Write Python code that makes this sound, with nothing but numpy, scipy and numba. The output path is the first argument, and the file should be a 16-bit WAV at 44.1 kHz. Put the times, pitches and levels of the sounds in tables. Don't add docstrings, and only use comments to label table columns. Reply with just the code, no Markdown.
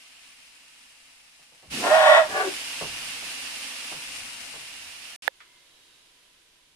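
import sys
import numpy as np
from scipy import signal
from scipy.fft import rfft, irfft
from scipy.io import wavfile
from numba import njit

SR = 44100
rng = np.random.default_rng(int(sys.argv[2]) if len(sys.argv) > 2 else 0)


def unload_audio(sound):
    columns = np.transpose(np.atleast_2d(sound))
    steps = np.round(np.clip(columns, -1, 1) * 32767)
    wavfile.write(sys.argv[1], SR, steps.astype(np.int16))


N = 297675
TIME = np.arange(N) / SR
THROW_S, CLICK_S = 1.6974, 5.2786
# frequency in Hz, level per Hz in dB.
STEAM_COLOUR = [(30, -26.5), (140, -24.5), (195, -21.5), (255, -7), (410, -21.5), (510, -14), (1400, -9.5),
                (2000, -4.5), (2750, 1.06), (3400, -6), (5300, -6), (6500, -10.5), (8400, -11),
                (9400, -7.5), (11200, -17.5), (15000, -27.5)]


def undb(db):
    return 10 ** (np.asarray(db) / 20)


def unit(x):
    return x / np.sqrt(np.mean(x ** 2))


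def since(s):
    return np.maximum(TIME - s, 0)


def walk(per_s):
    return np.interp(TIME * per_s, np.arange(N // 20), rng.standard_normal(N // 20))


def pan(db):
    return undb(np.array([[.5], [-.5]]) * db)


def response(points):
    hz, db = np.transpose(points)
    return np.interp(np.log(np.maximum(np.fft.rfftfreq(N, 1 / SR), 1)), np.log(hz), db)


def colour(x, points):
    return unit(irfft(rfft(x) * undb(response(points)), N))


def ports(x, wide_hz=1100):
    f = np.fft.rfftfreq(N, 1 / SR)
    alike = .79 / (1 + (f / wide_hz) ** 4)
    mid, side = rfft(x) * np.sqrt([1 + alike, 1 - alike])
    return unit(irfft(np.array([mid + side, mid - side]), N))


def diffuse():
    return ports(rng.standard_normal((2, N)))


def pops(per_s, spread_db):
    size = undb(spread_db * np.minimum(rng.exponential(size=N), 6))
    struck = rng.random(N) < per_s / SR
    return unit(struck * size * rng.standard_normal((2, N)))


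def room(x, wet_db, t60=.22):
    t = TIME[:SR // 3]
    tail = rng.standard_normal((2, len(t))) * undb(-60 * t / t60) * (t > .003)
    tail *= undb(wet_db) / np.sqrt(np.sum(tail ** 2, axis=1, keepdims=True))
    x = x * np.ones((2, 1))
    echoes = signal.fftconvolve(x, tail, axes=1)[:, :N]
    return (x + echoes) / np.hypot(1, undb(wet_db))


def envelope(start_s, attack_s, hold_s, fade_db_per_s):
    fade_db = fade_db_per_s * since(start_s + attack_s + hold_s)
    return np.minimum(since(start_s) / attack_s, 1) * undb(-fade_db)


def surges(rows):
    power = [(undb(db) * envelope(s, attack_s, 0, fade)) ** 2 for s, db, attack_s, fade in rows]
    return np.sqrt(sum(power))


def stroke(start_s, length_s, attack_s, db, swell_db, release_db_per_s):
    along = np.minimum(since(start_s) / length_s, 1)
    push = envelope(start_s, attack_s, length_s - attack_s, release_db_per_s)
    return push * undb(db - swell_db * (1 - along))


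@njit
def resonate(x, hz, width):
    y, b, l = np.empty(len(x)), 0., 0.
    for i in range(len(x)):
        g, k = np.tan(np.pi * hz[i] / SR), width / hz[i]
        v = (b + g * (x[i] + 1e-18 - l)) / (1 + g * (g + k))
        b, l, y[i] = 2 * v - b, l + 2 * g * v, k * v
    return y


def glide(start_s, length_s, first_hz, last_hz, db, swell_db, width_hz):
    hz = first_hz * (last_hz / first_hz) ** np.minimum(since(start_s) / length_s, 1)
    ring = resonate(rng.standard_normal(N), hz, float(width_hz))
    ring = resonate(ring, hz, float(width_hz))
    return unit(ring) * stroke(start_s, length_s, attack_s=0.016, db=db, swell_db=swell_db, release_db_per_s=520)


def friction(start_s, push_row, modes, slips_per_s, run_up_s, sag, tuning, uneven, grit_db, low_cut_hz):
    run_out_s, slow_slips_per_s, slow_dull_db_per_octave = .12, 75, 1.5
    gain = stroke(start_s, *push_row)
    on = gain > 1e-4
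    stop_s = start_s + push_row[0]
    run_up = np.minimum(since(start_s) / run_up_s, 1) ** 2
    speed = run_up * np.maximum(1 - since(stop_s) / run_out_s, 0)
    per_s = slow_slips_per_s + (slips_per_s - slow_slips_per_s) * speed
    pitch_ratio = tuning * (1 - sag * (1 - speed)) * (1 + .008 * walk(50))
    turns = np.floor(np.cumsum(per_s * np.exp(uneven * walk(300))) / SR)
    slip_size = undb(2.4 * rng.standard_normal(N)) / np.sqrt(per_s)
    slips = np.diff(turns, prepend=0) * slip_size
    push = unit(slips[on]) + undb(grit_db) * rng.standard_normal(N)[on]
    body = np.zeros((2, on.sum()))
    for k, (hz, width, mode_db, side_db) in enumerate(modes):
        lobes = np.array([[1], [(-1) ** k if hz > 1200 else 1]])
        dull_db = slow_dull_db_per_octave * (1 - speed[on]) * np.log2(hz / modes[1][0])
        ring = resonate(push, hz * pitch_ratio[on], float(width))
        body += (-1) ** (k // 2) * lobes * pan(side_db) * undb(mode_db - dull_db) * ring
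    body = signal.sosfilt(signal.butter(4, low_cut_hz, "high", fs=SR, output="sos"), body)
    out = np.zeros((2, N))
    out[:, on] = unit(body) * gain[on]
    return out


def blows(rows, points, rise_s):
    gain = np.zeros(N)
    for s, db, t60 in rows:
        age = since(s)
        decay = np.exp(-np.log(1000) * np.minimum(age / t60, 2))
        gain += undb(db) * (1 - np.exp(-age / rise_s)) * decay
    return colour(diffuse(), points) * gain


def boiling():
    # time of drying in seconds,
    # drying time in seconds, level in dB before the boil's envelope, left minus right in dB.
    wet_stones = [(4.08, .09, -39.5, -12), (4.58, 0.0398, -40.5, 14)]
    simmer = pan(1.5) * undb(-51 - 2.5 * TIME)
    power = (pan(-1) * undb(-37)) ** 2
    for dry_s, drying_s, db, side_db in wet_stones:
        wet = .5 - .5 * np.tanh((TIME - dry_s) / (2 * drying_s))
        power = power + wet * (pan(side_db) * undb(db)) ** 2
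    flash_db = 3 * np.exp(-since(THROW_S) / 0.18)
    dip_s, dip_width_s, dip_depth_db = 2.275, .075, -7.5
    dip_db = dip_depth_db * np.exp(-((TIME - dip_s) / dip_width_s) ** 2)
    fresh = envelope(THROW_S, attack_s=.05, hold_s=0, fade_db_per_s=1.69) * undb(flash_db + dip_db)
    return np.hypot(simmer, fresh * np.sqrt(power))


def steam():
    # frequency in Hz, level per Hz in dB.
    ping_colour = [(300, -26), (900, 0.5), (1400, -0.5), (2100, -5), (4000, -22.5), (12000, -44)]
    boil = boiling()
    crackle = ports(room(pops(per_s=5000, spread_db=3.0), wet_db=-1.5, t60=0.13))
    boil_db = 20 * np.log10(boil.mean(axis=0))
    crackle_db = np.interp(boil_db, [-40, -34], [-2.5, -5.5])
    hiss = colour(diffuse() + undb(crackle_db) * crackle, STEAM_COLOUR)
    hiss += undb(-22) * colour(ports(pops(per_s=120, spread_db=1.5)), ping_colour)
    hiss = room(hiss, wet_db=-9.5, t60=0.032)
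    gaps = np.array([resonate(c, np.full(N, 2700.), 1500.) for c in hiss])
    ring_db = (1.5 - 2.2 * TIME) * (TIME < THROW_S)
    hiss = hiss + (undb(ring_db) - 1) * gaps
    flicker = undb(0.56 * walk(22))
    return hiss * boil * flicker * (TIME < CLICK_S)


def air():
    # frequency in Hz, level per Hz in dB.
    air_colour = [(20, 3.5), (70, -1.5), (160, -3.5), (300, -11), (900, -22.5), (4000, -43.5)]
    return colour(diffuse(), air_colour) * undb(-77)


def bench(thud_db=-6.0, thud_lag_s=0.0054, thud_ring=1.3):
    # start in seconds, level in dB, ring (60 dB decay) in seconds.
    knocks = [(1.39, -61, 0.16), (1.52, -59.5, 0.24), (1.627, -53.5, 0.3), (2.811, -30.5, 0.21),
              (3.22, -47, 0.2), (3.916, -38, 0.18), (4.54, -46, 0.24)]
    # frequency in Hz, level per Hz in dB.
    knock_colour = [(60, -35), (200, -14.5), (450, 0), (800, -5), (1250, -9), (1800, -30.5), (5000, -45.5)]
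    thud_colour = [(30, -13.5), (105, -13), (155, 4.5), (215, -13), (400, -21), (1200, -51)]
    thuds = [(s + thud_lag_s, db + thud_db, t60 * thud_ring) for s, db, t60 in knocks]
    return blows(knocks, knock_colour, rise_s=0.0014) + blows(thuds, thud_colour, rise_s=0.0091)


def splash():
    # start in seconds, level in dB,
    # attack in seconds, fade in dB per second.
    splashes = [(1.7, -36, 0.12, 27), (2.25, -38.5, 0.072, 130)]
    billows = [(1.64, -53.5, 0.046, 11), (2.79, -56.5, 0.09, 24), (3.95, -63, 0.14, 9.5)]
    # frequency in Hz, level per Hz in dB.
    splash_colour = [(40, -23), (130, -8), (260, -3.5), (500, -6), (1200, -9), (3500, -10.5), (7000, -11),
                     (11000, -20), (15000, -27)]
    rumble_colour = [(20, -2), (55, -6), (80, 2.5), (110, -2.5), (155, -1), (205, -10.5), (400, -22.5),
                     (1500, -61.5)]
    # first and last pitch in Hz, last level and swell in dB, width in Hz.
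    gush = (185, 407, -31, 13, 250)
    drops = ports(room(pops(per_s=900, spread_db=2.0), wet_db=-11.5)) + undb(-1.5) * diffuse()
    water = colour(drops, splash_colour) * surges(splashes)
    rumble = colour(diffuse(), rumble_colour) * surges(billows)
    rumble = rumble * undb(2 * walk(12)) * (TIME < CLICK_S)
    boom = glide(1.708, .18, *gush)
    return water + boom + rumble


def ladle():
    # length and attack in seconds, last level and swell in dB, release in dB per second.
    ladle_stroke = (0.36, 0.05, -12.5, 9.5, 370)
    # frequency and width in Hz, level in dB, left minus right in dB.
    ladle_modes = [(600, 28, 3.5, -8.5), (708, 23, 6.5, -5), (763, 74, 2.5, -2.5), (884, 25, -1.5, 1.5),
                   (975, 30.2, -2, 4.5), (1058, 28, -0.5, 4), (1121, 34, 2.5, 0), (1230, 66, -6, 3),
                   (1443, 44.4, -3, 6), (1642, 110, -4.5, 8.5), (1885, 66, -2, 1.5), (1940, 40, -2, -5.5),
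                   (2244, 81, -13.5, 6.5), (2523, 140, -11, 7.5), (3080, 310, -19, 4),
                   (3600, 400, -14, 0.5), (5230, 900, -30, 4.5), (7600, 810, -29, 2)]
    # time in seconds, pitch in Hz before jitter,
    # level in dB before lift and flutter.
    squeal_course = [(1.89, 601.0, -34), (1.904, 586.6, -28.5), (1.92, 610.5, -13.5), (1.958, 651, -17),
                     (2.04, 617.8, -20.5), (2.126, 635, -14), (2.138, 629, -23), (2.172, 648.4, -25),
                     (2.182, 658, -13.5), (2.226, 624, -22), (2.27, 614, -36), (2.275, 620, -47)]
    judder = friction(1.816, ladle_stroke, ladle_modes, slips_per_s=470, run_up_s=.13, sag=0.054,
                      tuning=1.002, uneven=.4, grit_db=-12.0, low_cut_hz=543)
    s, course_hz, course_db = np.transpose(squeal_course)
    hz = np.interp(TIME, s, course_hz) * (1 + 0.013 * walk(220))
    phase = 2 * np.pi * np.cumsum(hz) / SR
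    second = undb(-21.5) * np.sin(2 * phase)
    third = undb(-19) * np.sin(3 * phase) * undb(3 * walk(120))
    squeal_db = np.interp(TIME, s, course_db) + 2.5 + 1.1 * walk(130)
    sounding = (TIME >= s[0]) & (TIME <= s[-1])
    squeal = (np.sin(phase) * pan(-6.5) + second + third) * undb(squeal_db) * sounding
    return room(judder, wet_db=-4.5, t60=0.28) + room(squeal, wet_db=-16.5, t60=0.3)


def bucket():
    # length and attack in seconds, last level and swell in dB, release in dB per second.
    bucket_stroke = (0.15, 0.09, -22, 10.5, 280)
    # frequency and width in Hz, level in dB, left minus right in dB.
    bucket_modes = [(420, 40, -3.5, -3), (575, 13.6, 3, 9.5), (756, 30, -0.5, -5), (850, 120, -13, 12),
                    (1148, 39, -2, -1), (1510, 84, -1, 7.5), (1680, 50, -8.5, -11), (2380, 70, -9.5, 7.5)]
    # first and last pitch in Hz, last level and swell in dB, width in Hz.
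    groan = (520, 348, -30, 5, 140)
    scrape = friction(2.265, bucket_stroke, bucket_modes, slips_per_s=280, run_up_s=.04, sag=0.0404,
                      tuning=1.012, uneven=.45, grit_db=-8.0, low_cut_hz=300)
    return room(scrape + glide(2.418, .067, *groan), wet_db=-6, t60=0.24)


def click(low_cut_hz=490, crack_db=-18, crack_s=0.00053):
    # frequency in Hz, level in dB before the click's own gain, 60 dB decay in seconds.
    click_modes = [(537, -27, 0.039), (880, -6.5, 0.0087), (1737, 2, 0.0088), (3490, -13, 0.0062)]
    age = np.clip(TIME - CLICK_S, 0, 1)
    ring = sum(undb(db - 60 * age / t60) * np.sin(2 * np.pi * hz * age) for hz, db, t60 in click_modes)
    crack = undb(crack_db) * rng.standard_normal(N) * np.exp(-age / crack_s) * (age > 0)
    snap = signal.sosfilt(signal.butter(6, low_cut_hz, "high", fs=SR, output="sos"), ring + crack)
    return snap * undb(-2) * np.array([[undb(-34)], [1]])


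def dull_steam():
    # frequency in Hz, level per Hz in dB.
    dull_colour = [(60, -14.5), (220, -10.5), (330, -4.5), (700, -8.5), (900, -10.5), (985, 0.5),
                   (1100, -9), (1600, -4.5), (2100, -3.5), (3000, -0.5), (3800, -2), (5000, -5.5),
                   (8300, -10), (9600, -8), (11500, -14), (15000, -27)]
    # start and end in seconds, first and last pitch in Hz before jitter,
    # peak level in dB.
    thin_tones = [(5.378, 5.695, 2086, 2090, -65), (5.502, 6.15, 3780, 3820, -67.5),
                  (6.052, 6.4, 9080, 11300, -75)]
    hold_s, fade_db_per_s = 0.57, 4.5
    fade_db = fade_db_per_s * since(CLICK_S + hold_s)
    sizzle = diffuse() + undb(-11) * ports(pops(per_s=1500, spread_db=1.5))
    hiss = colour(sizzle, dull_colour) * undb(-57.5 - fade_db)
    hiss *= undb(-3 * np.exp(-since(CLICK_S) / .1))
    swell = envelope(5.925, attack_s=.03, hold_s=0, fade_db_per_s=299.5)
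    hiss += colour(diffuse(), STEAM_COLOUR) * undb(-63) * swell
    for start, end, first_hz, last_hz, tone_db in thin_tones:
        along = np.clip((TIME - start) / (end - start), 0, 1)
        hz = first_hz + (last_hz - first_hz) * along + 28 * walk(400)
        tone = np.sin(2 * np.pi * np.cumsum(hz) / SR)
        hiss += undb(tone_db) * np.sin(np.pi * along) * tone
    return hiss * pan(-0.28) * (TIME >= CLICK_S)


def taps():
    # start in seconds, level in dB, ring (60 dB decay) in seconds.
    tap_rows = [(5.403, -45, 0.17)]
    # frequency in Hz, level per Hz in dB.
    tap_colour = [(100, -25), (800, -14), (1300, 5.5), (2000, 4), (3200, -2), (5000, -13), (12000, -36)]
    return blows(tap_rows, tap_colour, rise_s=.0005)


def scene():
    heater = steam() + splash() + dull_steam()
    wood = bench() + ladle() + bucket() + taps()
    return heater + wood + click() + air()


def record(dry):
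    # frequency in Hz, left minus right in dB.
    port_balance = [(150, -0.7), (1000, -0.5), (2400, 0), (2850, -6.5), (3200, -6), (3800, -4), (6500, 0),
                    (7700, 5.5), (9300, 4), (10400, -1), (12000, -3.5)]
    mute_from_s, mute_to_s, top_hz = 5.162, 5.222, 15300
    heard = irfft(rfft(dry) * pan(response(port_balance)), N)
    live = (TIME < mute_from_s) | (TIME > mute_to_s)
    held = np.clip(heard * live, -1, 1)
    return signal.sosfilt(signal.ellip(8, .2, 70, top_hz, fs=SR, output="sos"), held)


dry = scene()
out = record(dry)
unload_audio(out)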